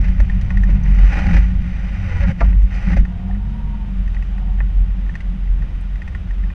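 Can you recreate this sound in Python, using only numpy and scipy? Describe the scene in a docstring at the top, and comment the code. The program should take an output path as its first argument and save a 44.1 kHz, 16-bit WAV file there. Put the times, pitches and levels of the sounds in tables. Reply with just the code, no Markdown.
"""A vehicle ploughs through deep snow, heard from inside the cab.
From the start ruts drive the cab's air at a low pitch, snow scrapes shake the body, and the engine surges.
For three seconds filtered grains of snow spray the windscreen in waves, while icy lumps ring its modes.
Near 2 s the wiper moans by stick and slip; at 2.4 s a heavy clump excites the modes of the body.
From 3 s the gears whine faintly at multiples of the firing rate; lumps tick on over a muffled hiss of tyres."""
import sys
import numpy as np
from scipy import signal
from scipy.fft import rfft, irfft
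from scipy.io import wavfile
from scipy.ndimage import uniform_filter1d

SR = 44100
rng = np.random.default_rng(int(sys.argv[2]) if len(sys.argv) > 2 else 0)


def put_to_file(sound):
    """Save the sound as 16-bit audio at rate SR, in the file named by the first command-line argument."""
    columns = np.atleast_2d(sound).T  # one column per channel
    safe = np.clip(columns, -1, 1)
    whole_steps = np.round(safe * 32767)
    wavfile.write(sys.argv[1], SR, whole_steps.astype(np.int16))


N = 288414
TIME = np.arange(N) / SR

# Levels are relative. In a swelling event t is when full level is reached, and length is the hold after it.
# ruts that set the cab booming: [t/s, length/s, level/dB]
RUTS = [(0, 0.0032, -5), (.075, 0.032, -8.5), (.205, 0.011, -8), (.3, 0.069, -13.5), (.57, 0.18, -9.5),
        (.89, 0.2, -7.5), (1.15, 0.46, -15.5), (1.37, 0.034, -7.5), (1.76, 0.18, -21), (2.24, 0.024, -10),
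        (2.435, 0.21, -7.5), (2.75, 0.014, -14), (2.86, 0.055, -13), (2.99, 0.034, -12),
        (3.34, 0.03, -15.5), (3.5, 0.039, -29), (3.66, 0.17, -23), (3.96, 0.24, -17), (4.4, 0.11, -19),
        (4.58, 0.13, -17.5), (4.775, 0.06, -11), (4.88, 0.16, -17.5), (5.05, 0.034, -13.5),
        (5.25, 0.068, -17.5), (5.43, 0.098, -16), (5.52, 0.12, -16.5), (5.76, 0.022, -22),
        (5.92, 0.04, -16.5), (6.31, 0.18, -19)]
# pitch of the cab's boom: [t/s, f/Hz]
BOOM_PITCH = [(0, 45.7), (.4, 43.85), (.9, 46), (1.15, 44.94), (1.35, 48.8), (1.7, 48.77), (2.2, 46.19),
              (2.45, 50.63), (2.68, 44.67), (3, 47.27), (3.8, 45.65), (4.15, 44.1), (4.6, 45.65),
              (5.1, 44.92), (5.8, 43.91), (6.54, 45)]
# packed snow scraping along the underside: [t/s, length/s, floor pan level/dB, panels level/dB]
SCRAPES = [(0.042, 0.07, -28, -32), (0.216, 0.042, -21.5, -28.5), (0.667, 0.24, -25, -26.5),
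           (1.262, 0.13, -16.5, -17.5), (1.43, 0.29, -27.5, -31.5), (2.163, 0.059, -22.5, -32),
           (2.289, 0.024, -17, -16), (2.434, 0.13, -20.5, -25.5), (2.882, 0.16, -19.5, -19),
           (3.107, 0.28, -41, -37), (4.367, 0.12, -32, -44), (5.125, 0.074, -29, -48),
           (5.323, 0.063, -37, -28.5), (5.526, 0.086, -26.5, -52), (6.05, 0.24, -29, -40),
           (6.38, 0.14, -54, -34)]
# drag of the snow, which eases once the deep drift is passed: [t/s, level/dB]
DRAG = [(0, 3.5), (1.7, 1.5), (3.1, -2), (4.4, -4.5), (5, -4), (6.54, -8.5)]
# spectrum of the floor pan: [f/Hz, level per Hz/dB]
PAN_SPECTRUM = [(15, -4.5), (26, -1.5), (45, -18), (64, -0.5), (85, -4), (110, -11), (135, -16),
                (170, -17.5), (300, -45)]
# spectrum of the body panels: [f/Hz, level per Hz/dB]
PANEL_SPECTRUM = [(90, -22.5), (135, -9.5), (160, -3), (184, 8), (205, -3.5), (228, -11), (300, -24.5),
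                  (420, -36), (900, -57)]
# engine speed: [t/s, firing rate f/Hz]
FIRING_RATE = [(0, 60.7), (.2, 62), (.4, 64.5), (.52, 63), (.7, 66.7), (1.05, 60.8), (1.7, 60.5),
               (1.95, 67.5), (2.15, 59.5), (2.3, 59), (2.72, 63.8), (3.1, 59.9), (3.2, 61.9), (3.3, 63.4),
               (3.4, 67.5), (3.47, 70.1), (3.55, 71.3), (3.65, 70.7), (3.75, 69), (3.82, 67.3), (4.02, 62),
               (4.25, 63), (4.37, 66), (4.45, 66.7), (4.52, 65.6), (4.62, 61.5), (4.8, 59), (5.2, 58),
               (5.4, 63), (5.72, 67.1), (6.1, 62.7), (6.54, 61)]
# level of the engine drone: [t/s, level/dB]
EFFORT = [(0, -31.5), (.7, -28.5), (1.6, -33.5), (2, -37), (2.8, -38.5), (3.3, -31.5), (3.55, -37),
          (3.97, -29.5), (4.25, -45.5), (4.6, -32.5), (5, -44), (6.54, -50)]
# partials of the drone: [multiple of the firing rate, level/dB]
DRONE = [(2, -12), (3, 6.5), (4, -18)]
# low engine orders that swell in the cab: [t/s, length/s, multiple of the firing rate, level/dB]
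HUMS = [(.08, .17, 1.25, -25), (.36, .32, 1.5, -31.5), (0.72, 0.2, 2.22, -29.5), (1.99, 0.23, 1.5, -25),
        (3.14, 0.33, 1.4, -29), (3.46, 0.26, 2, -34), (4.2, 0.45, 2, -41), (5.3, 0.76, 2.12, -41.5)]
# gears whining under load: [t/s, length/s, multiple of the firing rate, level/dB]
WHINES = [(3.11, 0.28, 11.35, -52), (3.1, 0.2, 12.7, -57), (3.4, 0.41, 13.4, -50.5), (3.62, .11, 15.8, -60),
          (4.37, 0.15, 11.35, -53), (4.39, .11, 13.4, -53.5)]
# gears hissing in their housing: [t/s, length/s, level/dB]
GEAR_HISS = [(.45, 0.43, -49), (3.06, 0.29, -50.5), (3.4, 0.49, -53), (4.35, .16, -51)]
# spectrum of the gear hiss: [f/Hz, level per Hz/dB]
HOUSING_SPECTRUM = [(550, -2), (620, -15), (700, 3), (755, 3), (795, -2.5), (850, -4), (920, 3.5), (960, 1),
                    (1020, -9), (1130, -5)]
# packed lumps knocking on the body: [t/s, level/dB, tilt/(dB per octave), crumbling time/s]
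KNOCKS = [(.2, -35.5, -10, .006), (.69, -38, -9, .012), (1.185, -33, 0, .005), (1.305, -36, -12, .006),
          (1.344, -30, -16, .006), (1.37, -34, -8, .002), (2.408, -25, -2, .007), (2.4135, -21.5, 3, 0.007),
          (2.427, -30, 0, .004), (2.449, -43, 0, .004), (2.523, -41, -8, .005), (2.968, -29.5, -8, .006),
          (4.604, -38, 0, 0.004)]
# modes of the body around the windscreen: [f/Hz, level/dB, t60/s]
COWL_MODES = [(298, -5, 0.061), (554, 3, 0.041), (687, -3.5, 0.044), (845, -1.5, 0.052), (968, -3.5, 0.032),
              (1180, -3, 0.032), (1388, -3, 0.038), (1514, -14, 0.022)]
# spectrum of a lump bursting on the body: [f/Hz, level per Hz/dB]
THUD_SPECTRUM = [(200, -15.5), (400, -12.5), (560, -1), (900, 0), (1200, -7), (1400, -0.5), (1700, -17.5),
                 (3000, -27)]
# icy lumps on the glass: [t/s, ring level/dB, crunch level/dB, ring pitch f/Hz]
TICKS = [(0.202, -24, -44.5, 1866), (0.2976, -21.5, -50.5, 1840), (0.4127, -33, -45, 1900),
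         (0.5044, -20, -48.5, 1860), (0.572, -19.5, -47.5, 1870), (0.635, -21, -48.5, 1840),
         (2.398, -31, -57.5, 1922), (2.506, -35.5, -71, 1920), (2.5295, -29, -73, 1910),
         (2.9321, -21, -70, 1912), (3.0512, -27, -55, 1840), (3.31, -34, -68, 1826),
         (3.348, -35.5, -71, 1830), (4.077, -32.5, -57, 1890), (4.1458, -30.5, -54, 1895),
         (4.1662, -29, -78, 1900), (4.2244, -28.5, -53.5, 1920), (4.379, -32, -60, 1880),
         (4.586, -35.5, -70, 1840), (4.6035, -20.5, -73, 1820), (5.064, -40, -70, 1840),
         (5.0941, -28, -62, 1822), (5.141, -36, -63, 2015), (5.1535, -21, -48.5, 1850),
         (5.205, -28.5, -51, 2020), (5.474, -36.5, -66, 1992), (5.621, -32, -56, 1880),
         (5.9566, -33.5, -55, 1920), (6.0183, -25, -54, 1864), (6.077, -25.5, -51, 1880),
         (6.1487, -23.5, -51.5, 1846), (6.308, -31, -59, 1878), (6.4373, -31.5, -62, 1830),
         (6.5017, -30, -64, 1835)]
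# modes of the windscreen: [f/Hz, level/dB, t60/s]
GLASS_MODES = [(565, -28, 0.066), (820, -15.5, 0.038), (1090, -21, 0.066), (1478, -15, 0.039),
               (1862, 0.5, 0.026), (2010, -14, 0.05), (2515, -11, 0.023), (2720, -22, 0.0031),
               (3650, -26, 0.011)]
# spectrum of crumbling ice: [f/Hz, level per Hz/dB]
CRUMB_SPECTRUM = [(500, -18), (1200, -14.5), (3000, 7), (4200, -3.5), (6100, -6.5), (7200, -13.5),
                  (9000, -20.5), (11000, -23), (15000, -35)]
# soft clumps landing: [t/s, slap level/dB, time to peak/s]
CLUMPS = [(0.04, -34.5, 0.0073), (0.083, -39, 0.0045), (0.191, -36.5, 0.0086), (0.692, -38, 0.0094),
          (0.984, -33, .005), (1.046, -31, .003), (1.115, -39, 0.0046), (1.124, -29, .007),
          (1.179, -33.5, 0.014), (1.185, -27.5, 0.0058), (1.266, -25, 0.0025), (1.304, -30.5, 0.0036),
          (1.328, -27.5, 0.015), (1.365, -23, 0.004), (2.225, -33, 0.01), (2.277, -37, 0.0052),
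          (2.402, -26.5, 0.007), (2.911, -35, 0.0092), (2.962, -30.5, 0.0078)]
# spectrum of the slap: [f/Hz, level per Hz/dB]
SLAP_SPECTRUM = [(300, -11), (560, -2.5), (850, -2.5), (1300, -12.5), (1650, 3), (2000, 4.5), (2500, 0),
                 (3200, -16), (6000, -20), (10000, -53), (15000, -65)]
# waves of snow over the windscreen: [t/s, length/s, level/dB, growth/(dB per s)]
WAVES = [(.045, 0.049, -41.5, -22), (.68, 0.1, -46.5, -4), (.86, 0.11, -42.5, 7), (.99, 0.21, -36.5, 8.5),
         (1.125, 0.27, -35, 7), (1.408, 0.12, -38.5, -75), (1.62, 0.62, -46, 14), (2.11, 0.061, -46, -2),
         (2.21, 0.033, -48, -3), (2.285, 0.032, -36, 8), (2.405, 0.11, -40.5, -59), (2.725, 0.22, -39.5, 5),
         (2.985, 0.025, -38, -200)]
# spectrum of the spray: [f/Hz, level per Hz/dB]
SPRAY_SPECTRUM = [(120, -21.5), (290, -12), (410, -10.5), (600, -10), (1000, -10), (1300, -6), (2000, -1),
                  (2700, -3.5), (3000, -9), (3300, -18.5), (4400, -24), (5900, -25.5), (7500, -38.5),
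                  (9000, -41.5), (10500, -52.5), (13500, -50.5), (15000, -60)]
# spectrum of wet snow landing: [f/Hz, level per Hz/dB]
SLUSH_SPECTRUM = [(150, -4), (300, 10.5), (420, -10), (570, -5), (680, -12.5), (830, 4), (1000, -12),
                  (1250, -9.5), (1600, -1.5), (2200, -11.5), (3000, -32)]
# resonances of glass and cab that colour the snow: [f/Hz, width/Hz, lift/dB]
CAB_RESONANCES = [(543.5, 90, 10.5), (787, 240, 9.5), (1216, 84, 5), (1449, 68, 8), (1917, 290, 7),
                  (2420, 39, 9), (3038, 58, 6.5), (3794, 170, 8.5), (4310, 89, 10), (4700, 98, 7.5),
                  (4984, 260, 9), (5975, 430, 11), (6900, 350, 6.5), (7500, 510, 4), (8220, 470, 8),
                  (8700, 340, 8.5), (9650, 990, 5.5)]
# heavy wet snow pelting the glass within the waves: [t/s, length/s, level/dB]
PELTS = [(.97, 0.11, -45.5), (1.115, 0.23, -36.5), (2.1, 0.072, -47), (2.215, .095, -44.5),
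         (2.87, 0.07, -39.5)]
# wiper rubber on wet glass: [t/s, length/s, f/Hz, glide/(Hz per s), fundamental level/dB, overtones level/dB]
WIPER = [(2.092, 0.055, 518, -1000, -41, -40.5), (2.138, 0.066, 475, 99, -49, -36.5),
         (2.205, 0.059, 543, 150, -33, -38), (2.232, 0.033, 450, 250, -49, -33.5),
         (2.296, 0.033, 520, 100, -35, -41)]
# overtones of the blade: [multiple of the fundamental, level/dB]
RASP = [(2, -7), (3, -2.5), (4, 0.5), (5, -15)]
# thin chirps of the wiper blade: [t/s, f/Hz, peak level/dB, length/s]
SQUEAKS = [(.006, 5640, -51, 0.019), (0.833, 5990, -44, 0.0097)]
# bright crackles of ice: [t/s, level/dB, time to peak/s, centre f/Hz]
CRACKLES = [(1.393, -55, .002, 8500), (2.294, -71, 0.0062, 7000), (2.622, -62, 0.0055, 7180),
            (2.736, -52, 0.015, 4600), (2.967, -51, .007, 5000), (5.809, -61, 0.0033, 9070)]
# spectrum of the tyre hiss: [f/Hz, level per Hz/dB]
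TYRE_SPECTRUM = [(120, -0.5), (280, 11), (430, 0.5), (750, -1.5), (1100, -2), (1450, -1.5), (2000, -3),
                 (2900, -4.5), (3700, -11), (4200, -19), (5200, -20.5), (6700, -26.5), (8500, -33.5),
                 (11000, -31.5), (15000, -48.5)]

RING_HZ = 1862  # pitch at which the windscreen's modes are listed
DRIFT_END_S = 3.02  # fine snow sifts over the glass until here, then dies away
CEILING = .9  # largest swing after rounding off
EDGE_HZ = 15400  # upper band limit


def amp(db):
    """Definition of the decibel: level to amplitude ratio."""
    return 10 ** (np.asarray(db) / 20)


def unit(x):
    """Normalisation to an rms of 1."""
    return x / np.sqrt(np.mean(x ** 2) + 1e-20)


def curves(rows):
    """Linear interpolation: each column of a table as a curve over the whole scene."""
    t, *columns = np.transpose(rows)
    return [np.interp(TIME, t, column) for column in columns]


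def add(mix, s, sound):
    """Superposition of a sound on the mix, in place, from time s."""
    part = mix[max(round(s * SR), 0):][:len(sound)]
    part += sound[:len(part)]


def colour(x, points, peaks=()):
    """Linear filtering by a smooth spectrum with resonances standing on it; rms 1."""
    hz = np.fft.rfftfreq(len(x), 1 / SR)
    f, db = np.transpose(points)
    shape_db = np.interp(np.log(hz + 1), np.log(f), db)
    # further fall of 24 dB per octave above the last point
    shape_db -= 24 * np.log2(np.maximum(hz / f[-1], 1))
    for centre, width, lift in peaks:
        shape_db += lift / (1 + (2 * (hz - centre) / width) ** 2)
    return unit(irfft(rfft(x) * amp(shape_db), len(x)))


def wander(rate_hz):
    """Low-passed Gaussian noise: a chance variation of rms 1, slower than about the given rate."""
    hz = np.fft.rfftfreq(N, 1 / SR)
    spectrum = rfft(rng.standard_normal(N)) * np.exp(-(hz / rate_hz) ** 2)
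    return unit(irfft(spectrum, N))


def steadied(x, span_s):
    """Division by the running rms: removes swells slower than the span, so a level curve governs them."""
    size = max(int(span_s * SR), 2)
    power = uniform_filter1d(uniform_filter1d(x ** 2, size), size)
    return x / np.sqrt(power + 1e-9)


def angle_of(hz):
    """Phase as the time integral of a moving frequency."""
    return 2 * np.pi * np.cumsum(hz) / SR


def grains(per_s, spread_db):
    """Impulse noise: impacts of random sign and time, their sizes scattered by an exponential law in dB."""
    size = amp(spread_db * np.minimum(rng.exponential(1, N), 4))
    struck = rng.random(N) < per_s / SR
    return unit(size * rng.choice([-1, 1], N) * struck)


def swells(rows, attack_s, release_s):
    """Addition of powers of overlapping events: each rises up to t, holds or grows, and decays exponentially."""
    power = np.zeros(N)
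    for s, length, db, *growth in rows:
        t = TIME - s
        rise = np.clip(1 + t / attack_s, 0, 1)
        hold = amp(db + sum(growth) * np.clip(t, 0, length))
        fall = np.exp(-np.maximum(t - length, 0) / release_s)
        power += (rise * hold * fall) ** 2
    return np.sqrt(power)


def squash(t, peak_s):
    """Contact force of a lump as it flattens: a smooth rise to 1 and a longer fall."""
    return (t / peak_s * np.exp(1 - t / peak_s)) ** 2


def boom(level_db=-1, idle_db=-25.5, idle_swing_db=4, attack_s=0.039, release_s=.025,
         waver=0.02473, flutter_db=2.0):
    """Forced cavity resonance: the ruts keep the air of the cab swinging at one unsteady low pitch."""
    pitch_hz, = curves(BOOM_PITCH)
    pitch_hz = pitch_hz * (1 + waver * wander(16))
    idle = amp(idle_db + idle_swing_db * wander(2.5))
    gain = np.hypot(swells(RUTS, attack_s, release_s), idle)
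    flutter = amp(level_db + flutter_db * wander(26))
    return gain * flutter * unit(np.sin(angle_of(pitch_hz)))


def rumble(pan_db=1.0, panels_db=-1.5, pan_idle_db=-26, panels_idle_db=-33,
           attack_s=0.041, release_s=0.012, lumpy_db=2):
    """Friction-excited vibration: packed snow scrapes under the floor pan and shakes the body panels."""
    drag_db, = curves(DRAG)
    scrapes = np.array(SCRAPES)
    pan_rows, panel_rows = scrapes[:, :3], np.delete(scrapes, 2, axis=1)
    pan_idle = amp(drag_db + pan_idle_db + lumpy_db * wander(4.4))
    panel_idle = amp(drag_db + panels_idle_db + lumpy_db * wander(17))
    pan_gain = np.hypot(swells(pan_rows, attack_s, release_s), pan_idle)
    panel_gain = np.hypot(swells(panel_rows, attack_s, release_s), panel_idle)
    low = steadied(colour(rng.standard_normal(N), PAN_SPECTRUM), 0.044)
    high = steadied(colour(rng.standard_normal(N), PANEL_SPECTRUM), 0.071)
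    return amp(pan_db) * pan_gain * low + amp(panels_db) * panel_gain * high


def engine(jitter=.004, chatter=.006, drone_rough_db=3, hum_rough_db=1.5, whine_rough_db=4.5,
           hiss_idle_db=-70, attack_s=0.044, release_s=0.05):
    """Order synthesis: firing orders and thin gear tones follow one engine speed; gears hiss in their housing."""
    (firing_hz,), (drone_db,) = curves(FIRING_RATE), curves(EFFORT)
    angle = angle_of(firing_hz * (1 + jitter * wander(27)))
    gear_angle = angle + angle_of(firing_hz * chatter * wander(140))
    drone = sum(amp(db + drone_rough_db * wander(25)) * np.sin(k * angle) for k, db in DRONE)
    out = amp(drone_db) * unit(drone)
    for table, turn, rough_db in (HUMS, angle, hum_rough_db), (WHINES, gear_angle, whine_rough_db):
        flutter = amp(rough_db * wander(36))
        for s, length, k, db in table:
            tone = unit(flutter * np.sin(k * turn))
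            out += swells([(s, length, db)], attack_s, release_s) * tone
    hiss_gain = np.hypot(swells(GEAR_HISS, attack_s, release_s), amp(hiss_idle_db))
    return out + hiss_gain * colour(rng.standard_normal(N), HOUSING_SPECTRUM)


def knocks(crumble_db=-4, rise_s=0.001, thud_db=-3, thud_s=0.0024):
    """Modal excitation: a packed lump pushes the body once and bursts with a thud; its pieces tumble after it."""
    t, out = np.arange(SR // 10) / SR, np.zeros(N)
    hz, db, t60 = np.transpose(COWL_MODES)[:, :, None]
    for s, knock_db, tilt_db, crumble_s in KNOCKS:
        decay = amp(db + tilt_db * np.log2(hz / hz[0]) - 60 * t / t60)
        modes = decay * np.sin(2 * np.pi * (hz * t + rng.random(hz.shape)))
        ring = modes.sum(0) * (1 - np.exp(-t / rise_s))
        pieces = rng.standard_normal(len(t)) * np.exp(-t / crumble_s)
        pieces /= np.linalg.norm(pieces)
        # every piece sets the same modes ringing again
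        knock = ring + amp(crumble_db) * signal.fftconvolve(ring, pieces)[:len(t)]
        thud = amp(thud_db) * squash(t, thud_s) * colour(rng.standard_normal(len(t)), THUD_SPECTRUM)
        add(out, s, amp(knock_db) * (knock / knock[:SR // 80].std() + thud))
    return out


def ticks(ring_db=-1, crunch_db=2, crunch_s=.009, crunch_rise_s=0.00031, ring_rise_s=0.00097,
          scatter_db=2.5, detune=0.0045, patter_db=-62, flecks_db=-67):
    """Damped free vibration: each icy lump rings the glass briefly and crumbles; tiny ones patter throughout."""
    t = np.arange(SR // 16) / SR
    hz, db, t60 = np.transpose(GLASS_MODES)[:, :, None]
    decay = amp(db - 60 * t / t60) * (1 - np.exp(-t / ring_rise_s))
    plain_ring = (decay * np.sin(2 * np.pi * hz * t)).sum(0)
    flecks = signal.oaconvolve(grains(per_s=4.0, spread_db=-2.0), plain_ring)[:N]
    patter = colour(grains(per_s=69, spread_db=0.0), SPRAY_SPECTRUM, CAB_RESONANCES)
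    out = amp(patter_db) * patter + amp(flecks_db) * unit(flecks)
    for s, peak_db, crumb_db, pitch_hz in TICKS:
        # each lump hits another spot, with its own pitch and blend of modes
        strength = amp(scatter_db * rng.standard_normal(hz.shape))
        load = pitch_hz / RING_HZ + detune * rng.standard_normal(hz.shape)
        ring = (strength * decay * np.sin(2 * np.pi * hz * load * t)).sum(0)
        add(out, s, amp(peak_db + ring_db) * ring / abs(ring).max())
        crumbs = colour(rng.standard_normal(len(t)), CRUMB_SPECTRUM, CAB_RESONANCES)
        crunch = crumbs * np.exp(-t / crunch_s) * (1 - np.exp(-t / crunch_rise_s))
        add(out, s, amp(crumb_db + crunch_db) * crunch)
    return out


def clumps(level_db=-1):
    """Inelastic impact: soft snow flattens on the glass with a slap of noise shaped by the contact force."""
    t, out = np.arange(SR // 10) / SR, np.zeros(N)
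    for s, db, peak_s in CLUMPS:
        slap = squash(t, peak_s) * colour(rng.standard_normal(len(t)), SLAP_SPECTRUM)
        add(out, s, amp(db + level_db) * slap)
    return out


def spray(sifting_db=-46, thinning_db_per_s=-2.5, attack_s=0.038, release_s=0.0039,
          powder_db=-5, grit_db=-7, clumping_db=0.6, slush_db=-11):
    """Random impact noise: grains, coarse grit and fine powder sweep the windscreen, with soft slush among them."""
    sifting = (0, DRIFT_END_S, sifting_db, thinning_db_per_s)
    gain = swells(WAVES + [sifting], attack_s, release_s)
    grit = amp(grit_db) * grains(per_s=240, spread_db=4.0)
    powder = amp(powder_db) * rng.standard_normal(N)
    drive = grains(per_s=3600, spread_db=1.0) + grit + powder
    slush = colour(grains(per_s=180, spread_db=0.5), SLUSH_SPECTRUM, CAB_RESONANCES)
    snow = colour(drive, SPRAY_SPECTRUM, CAB_RESONANCES) + amp(slush_db) * slush
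    return gain * amp(clumping_db * wander(58)) * snow


def pelts(attack_s=0.012, release_s=0.003, splash_db=-5, bunching_db=2):
    """Modulated impulse noise: separate wet lumps land in quick bunches, each with a dull pat and a splash."""
    lumps = grains(per_s=250, spread_db=-0.5) * unit(amp(bunching_db * wander(70)))
    pat = colour(lumps, SLUSH_SPECTRUM, CAB_RESONANCES)
    splash = amp(splash_db) * colour(lumps, SPRAY_SPECTRUM, CAB_RESONANCES)
    return swells(PELTS, attack_s, release_s) * (pat + splash)


def wiper(arch=0.028, jitter=0.026):
    """Stick-slip friction: the loaded blade gives short, rasping moans, pitch and level arching with pressure."""
    out = np.zeros(N)
    for s, length, hz, glide, low_db, rasp_db in WIPER:
        t = np.arange(0, length, 1 / SR)
        pressure = np.sin(np.pi * t / length)
        bend = 1 + arch * pressure + jitter * wander(130)[:len(t)]
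        angle = angle_of((hz + glide * t) * bend)
        fundamental = amp(low_db) * unit(np.sin(angle))
        overtones = unit(sum(amp(db) * np.sin(k * angle) for k, db in RASP))
        add(out, s, pressure * (fundamental + amp(rasp_db) * overtones))
    return out


def squeaks(jitter=0.015):
    """Frictional self-oscillation: the rubber edge chirps faintly at one jittered pitch as it skids."""
    out = np.zeros(N)
    for s, hz, db, length in SQUEAKS:
        size = int(length * SR)
        angle = angle_of(hz * (1 + jitter * wander(460)[:size]))
        add(out, s, amp(db) * np.hanning(size) * np.sin(angle))
    return out


def crackles(skirt_db=-22, grit_db=4):
    """Band-limited noise of uneven impacts: dry ice crystals skitter over the glass in thin, bright bursts."""
    t, out = np.arange(SR // 10) / SR, np.zeros(N)
    for s, db, peak_s, hz in CRACKLES:
        crystals = rng.standard_normal(len(t)) * amp(grit_db * rng.standard_normal(len(t)))
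        band = [(hz / 20, 2 * skirt_db), (hz / 2, skirt_db / 2), (hz, 0), (hz * 2, skirt_db)]
        add(out, s, amp(db) * squash(t, peak_s) * colour(crystals, band, CAB_RESONANCES))
    return out


def tyres(level_db=-47.0, cab_share=0.48, flicker_db=0.5, swell_db=.5):
    """Broadband noise through weakened resonances: a nearly steady, muffled hiss of churned snow."""
    peaks = [(hz, width, cab_share * lift) for hz, width, lift in CAB_RESONANCES]
    gain = amp(level_db + swell_db * wander(2.2) + flicker_db * wander(30))
    return gain * colour(rng.standard_normal(N), TYRE_SPECTRUM, peaks)


def scene():
    """Linear superposition of all sources in the cab, as one channel."""
    vehicle = boom() + rumble() + engine()
    snow = knocks() + ticks() + clumps() + spray() + pelts() + crackles()
    blade = wiper() + squeaks()
    return (vehicle + snow + blade + tyres())[None]


def record(dry):
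    """Soft saturation of the largest swings, then a low-pass band limit and softened ends."""
    rounded = dry / (1 + (dry / CEILING) ** 8) ** (1 / 8)
    lowpass = signal.firwin(511, EDGE_HZ, window=("kaiser", 9), fs=SR)[None]
    limited = signal.oaconvolve(rounded, lowpass, "same")
    return limited * signal.windows.tukey(N, .001)


dry = scene()
out = record(dry)
put_to_file(out)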